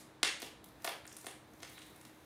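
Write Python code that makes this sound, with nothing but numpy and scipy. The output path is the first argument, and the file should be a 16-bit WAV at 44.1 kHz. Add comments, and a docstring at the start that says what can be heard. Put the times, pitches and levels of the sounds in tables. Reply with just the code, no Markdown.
"""A tiled floor in a bare room: fingers poke and fold sticky slime under a phone. Air pockets burst as
short wet snaps (filtered clicks roughened by brief tearing noise). Small bubbles crackle and squeak
(random clicks, some through a narrow resonance). Floor and wall echo each burst at once and the room
rings on for just under half a second (decaying noise), over room noise and faint hums (noise, sines)."""
import sys
import numpy as np
from scipy import signal
from scipy.fft import rfft, irfft
from scipy.io import wavfile
from scipy.ndimage import uniform_filter1d

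SR = 44100
rng = np.random.default_rng(int(sys.argv[2]) if len(sys.argv) > 2 else 0)


def waveform_to_disk(signal):
    """Save audio, clipped to [-1, 1], as 16-bit WAV at the path in sys.argv[1]."""
    frames = np.transpose(np.atleast_2d(signal))
    scaled = np.clip(frames, -1, 1) * 32767
    samples = np.round(scaled).astype(np.int16)
    wavfile.write(sys.argv[1], SR, samples)


N = 99225
LEAD_S = 0.4  # rendered ahead of the start, then cut
LEAD = int(LEAD_S * SR)
M = N + LEAD


def undb(db):
    """Decibels to amplitude ratio."""
    return 10 ** (np.asarray(db) / 20)


def level(x, db):
    """Scale to an RMS level in dB re full scale."""
    return x * undb(db) / np.sqrt(np.mean(x ** 2))


def colour(x, points):
    """Filter by (frequency [Hz], gain [dB]) points joined on a log-frequency axis."""
    n = x.shape[-1]
    hz, db = np.array(points).T
    bin_hz = np.arange(n // 2 + 1) * SR / n + 1
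    gain = undb(np.interp(np.log(bin_hz), np.log(hz), db))
    return irfft(rfft(x) * gain, n)


# Bursting air pockets: (time [s], strength [dB] at each of POCKET_BANDS_HZ from the second up)
AIR_POCKETS = [(0.2306, 3, -0.5, 3, 6, 0, -5.5, -22.5), (0.401, -24, -35, -40, -29, -30, -28, -29),
               (0.4193, -25, -13, -20.5, -21, -16, -27, -22),
               (0.4273, -1.5, -9, -20.5, -11, -27, -24.5, -39),
               (0.6425, -21, -57, -57, -28.5, -33, -32, -26.5), (0.8215, -31, -32, -41, -41, -33, -40, -34),
               (0.8454, -27, -1, -16, -14.5, -14, -15, -14), (0.8488, -12.5, -3, -8, -13, -26, -23, -23),
               (0.8695, -42, -4, -31, -34, -44, -30, -26), (0.8759, -13.5, 1, -6.5, -7, -16, -43, -42),
               (1.0537, -36, -23.5, -19.5, -26, -44, -31, -58), (1.0667, -28, -35, -43, -45, -40, -36, -30),
               (1.0766, -24, -33, -38, -38, -21.5, -25.5, -67),
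               (1.116, -36, -27, -30, -24.5, -54, -52, -58), (1.1275, -12, -26, -52, -58, -23, -31, -33),
               (1.1674, -39, -29, -25, -31.5, -24, -20.5, -29.5),
               (1.1851, -31, -40, -44, -46, -53, -39, -33), (1.2121, -33, -52, -41, -44, -30.5, -38, -33),
               (1.2447, -15, -14, -25, -37, -31, -33, -43), (1.26, -37, -43, -29, -38, -24, -28, -38),
               (1.2674, -9.5, -8.5, -15.5, -14.5, -24, -17.5, -28),
               (1.5356, -8.5, -30, -26, -68, -34, -46, -40), (1.6032, -19, -28, -32, -32, -32.5, -43, -42),
               (1.6253, -26, -21, -33, -29, -29, -40, -38), (1.6305, -37, -39, -33, -46, -18.5, -38, -51),
               (1.6314, -11, -16, -17, -16.5, -24.5, -27, -45),
               (1.6975, -34, -24.5, -36, -34, -47, -31, -33), (1.7796, -46, -28, -21, -20.5, -53, -34, -45),
               (1.7898, -27, -49, -37, -44, -31, -31, -62), (1.819, -21, -46, -31, -23.5, -32, -38, -43),
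               (1.8274, -30, -27, -44, -42, -35, -35, -52), (1.8658, -24, -49, -44, -35, -55, -38, -35),
               (1.9603, -30, -32, -33, -38, -41, -35, -33), (2.0129, -27, -37, -28, -35, -35, -32.5, -38),
               (2.0514, -15, -37, -25, -29, -30.5, -35.5, -34)]
# Pocket bursting before the start, only its ring is heard: (time [s], strengths [dB] as above)
POCKET_BEFORE_START = (-0.21, 17, -8, -7, -0.5, 5, 4.5, 7)
# Bands of the strengths, dull pop to bright tick: (frequency [Hz])
POCKET_BANDS_HZ = [110, 260, 670, 1480, 3150, 5800, 9100, 13300]
LOWEST_BAND_DB = -39  # re the second band
TEAR_DECAY_S = 0.002  # time constant
TEAR_DB, TEAR_DB_PER_DB = -12.5, 0.15  # re the click; rise with pocket strength
LAG_S, LAG_HZ = 0.001524, 1188  # delay of the lowest pitches; corner above which it vanishes


def pockets():
    """A burst is an abrupt coloured click, low part late, roughened by tearing, slightly more if strong."""
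    rows = np.array([POCKET_BEFORE_START] + list(AIR_POCKETS))
    n = 2048
    t = np.arange(n) / SR
    hz = np.arange(n // 2 + 1) * SR / n + 1
    # cepstral fold: minimum phase, so the click starts abruptly
    fold = np.where((t > 0) & (t < n / 2 / SR), 2, t == 0)
    delay_s = LAG_S / (1 + (hz / LAG_HZ) ** 2) ** 2
    lag = np.exp(-2j * np.pi * np.cumsum(delay_s) * SR / n)
    out = np.zeros(M + n)
    for row, noise in zip(rows, rng.standard_normal((len(rows), n))):
        time_s, strengths_db = row[0], row[1:]
        bands_db = np.append(strengths_db[0] + LOWEST_BAND_DB, strengths_db)
        db = np.interp(np.log(hz), np.log(POCKET_BANDS_HZ), bands_db)
        tear_db = TEAR_DB + TEAR_DB_PER_DB * strengths_db[1:4].max()
        tearing = undb(tear_db) * noise * np.exp(-t / TEAR_DECAY_S)
        tearing[0] = 1  # the click itself
        # only the phase of the tearing is used: scattered in time, colour unchanged
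        tear_phase = np.angle(rfft(tearing))
        cepstrum = irfft(np.log(undb(db)), n)
        burst = np.exp(rfft(cepstrum * fold) + 1j * tear_phase)
        i = int((time_s + LEAD_S) * SR)
        out[i:i + n] += irfft(burst * lag, n)
    return out[:M]


# Small bubbles while the slime is worked: (time [s], level [dB])
CRACKLE_LEVEL = [(0, -75), (.55, -107), (.8, -70), (.843, -60), (.86, -75), (1.0, -80), (1.08, -78),
                 (1.25, -66), (1.33, -74.5), (1.42, -79.5), (1.57, -69.5), (1.63, -70), (1.72, -62.5),
                 (1.8, -71), (1.9, -68.5), (2.05, -72), (2.25, -71)]
# Bubble click filter: (frequency [Hz], gain [dB])
BUBBLE_COLOUR = [(400, -36), (1000, -8), (2200, 13.5), (3800, -2.5), (6000, 4.5), (10000, 0), (15000, 9)]
# Thin squeak of the stretched slime: (time [s], level [dB])
SQUEAK_LEVEL = [(1.6, -85), (1.66, -86), (1.72, -78), (1.775, -62.5), (1.83, -74), (1.9, -74), (1.98, -84)]
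CRACKLE_PER_S, CRACKLE_SCATTER_DB = 2500, 2  # mean rate; scale of the uneven sizes
SQUEAK_HZ, SQUEAK_WIDTH_HZ = 3770, 320
SQUEAK_SHARE = 0.25  # of the bubbles


def level_curve(table):
    """Amplitude over the whole render, joined in dB between (time [s], level [dB]) points."""
    time_s = np.arange(M) / SR - LEAD_S
    return undb(np.interp(time_s, *np.array(table).T))


def crackle():
    """Tiny bubbles of uneven size click at random; a share of them rings a narrow squeak."""
    chance, size, kind = rng.random((M, 3)).T
    bursts = chance < CRACKLE_PER_S / SR
    amplitude = undb(-CRACKLE_SCATTER_DB * np.log(1 - size))
    clicks = bursts * amplitude * np.sign(kind - 0.5)
    squeakers = clicks * (kind % 0.5 < SQUEAK_SHARE / 2)
    b, a = signal.iirpeak(SQUEAK_HZ, SQUEAK_HZ / SQUEAK_WIDTH_HZ, SR)
    squeak = level(signal.lfilter(b, a, squeakers), 0)
    bubbles = level(colour(clicks, BUBBLE_COLOUR), 0)
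    return bubbles * level_curve(CRACKLE_LEVEL) + squeak * level_curve(SQUEAK_LEVEL)


# First echoes off floor and wall: (delay [s], level [dB re direct])
EARLY_ECHOES = [(.0028, -4), (.0043, -10.5), (0.0176, -11), (0.0194, -15)]
# Room ring by band: (centre [Hz], 60 dB decay time [s], relative level [dB])
RING_BANDS = [(253, 0.4, -8), (487, 0.39, -1.5), (1000, 0.36, -2), (2030, 0.47, -3), (4300, 0.4, -3),
              (7060, 0.4, -3.5), (13500, 0.31, -3.5)]
RING_BUILD_S, RING_DB = 0.011, 4.5  # build-up time; gain common to all bands


def room():
    """Impulse response: direct sound, early echoes, noise ring that builds up and decays by band."""
    n = SR
    t = np.arange(n) / SR
    log_hz = np.log(np.arange(n // 2 + 1) + 1.)
    log_centres = np.log(np.array(RING_BANDS)[:, 0])
    noise = rfft(rng.standard_normal(n))
    ring = np.zeros(n)
    for (_, t60_s, db), one_band in zip(RING_BANDS, np.eye(len(RING_BANDS))):
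        band = irfft(noise * np.interp(log_hz, log_centres, one_band), n)
        ring += band * undb(db - 60 * t / t60_s)
    ring *= 1 - np.exp(-(t / RING_BUILD_S) ** 2)
    out = ring * undb(RING_DB) / np.sqrt(SR * 0.026)
    out[0] += 1  # direct sound
    for delay_s, db in EARLY_ECHOES:
        out[int(delay_s * SR)] += undb(db)
    return out


# Room noise spectrum: (frequency [Hz], relative density [dB per Hz])
ROOM_NOISE_COLOUR = [(15, -39), (25, -4), (185, -1.5), (317, -3), (439, -5), (911, -7.5), (1190, -10.5),
                     (2610, -20.5), (3820, -24.5), (14000, -39.5), (16000, -28.5)]
ROOM_NOISE_DB, SWELL_DB = -61, 0.52  # RMS level before swelling; RMS swell
HUM_HZ, HUM_DB, HUM_WANDER_HZ = 311.5, -67, 0.8  # wander is RMS
LOW_HUM_HZ, LOW_HUM_DB, LOW_HUM_WANDER_HZ = 132, -74.5, 3.2


def background():
    """Coloured noise that swells slightly, a nearly steady sine hum, a fainter, less steady low one."""
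    swell, waver = uniform_filter1d(rng.standard_normal((2, N)), SR // 6, axis=1)
    swell, waver = swell / swell.std(), waver / waver.std()
    noise = level(colour(rng.standard_normal(N), ROOM_NOISE_COLOUR), ROOM_NOISE_DB)
    noise = noise * undb(SWELL_DB * swell)
    hum = np.sin(2 * np.pi * np.cumsum(HUM_HZ + HUM_WANDER_HZ * waver) / SR)
    low_hum = np.sin(2 * np.pi * np.cumsum(LOW_HUM_HZ + LOW_HUM_WANDER_HZ * swell) / SR)
    return noise + level(hum, HUM_DB) + level(low_hum, LOW_HUM_DB)


# Background side signal: (frequency [Hz], gain [dB re middle])
SIDE_BACKGROUND_COLOUR = [(60, -31), (150, -26.5), (500, -24), (2000, -14.5), (8000, -15), (13000, -3.5)]
SIDE_DECAY_DB = -50


def scene():
    """Nearly mono; a faint side signal of decaying noise and hiss is added."""
    slime = pockets() + crackle()
    mid = signal.fftconvolve(slime, room())[LEAD:M] + background()
    decaying_noise = room() - room()  # direct sound and echoes cancel
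    side = undb(SIDE_DECAY_DB) * signal.fftconvolve(slime, decaying_noise)[LEAD:M]
    side = side + colour(background(), SIDE_BACKGROUND_COLOUR)
    return mid + side * np.array([[1], [-1]])


# Overall tone, treble falling steeply near 15.7 kHz: (frequency [Hz], gain [dB])
OVERALL_TONE = [(30, -24), (55, 2), (80, 0), (1200, 0.5), (1900, 3), (2900, 0.5), (4000, 3), (5200, 1),
                (8000, 2), (9000, 5), (11000, 4), (15400, -4), (15900, -18)]
TOP_HZ = 16600


def record(dry):
    """Overall tone with a steep treble fall near 15.7 kHz, then a steep low-pass at the top."""
    padded = np.pad(dry, ((0, 0), (0, 1)), "reflect")  # even length
    toned = colour(padded, OVERALL_TONE)[:, :N]
    low_pass = signal.ellip(10, 0.2, 80, TOP_HZ, fs=SR, output="sos")
    return signal.sosfilt(low_pass, toned)


dry = scene()
out = record(dry)
waveform_to_disk(out)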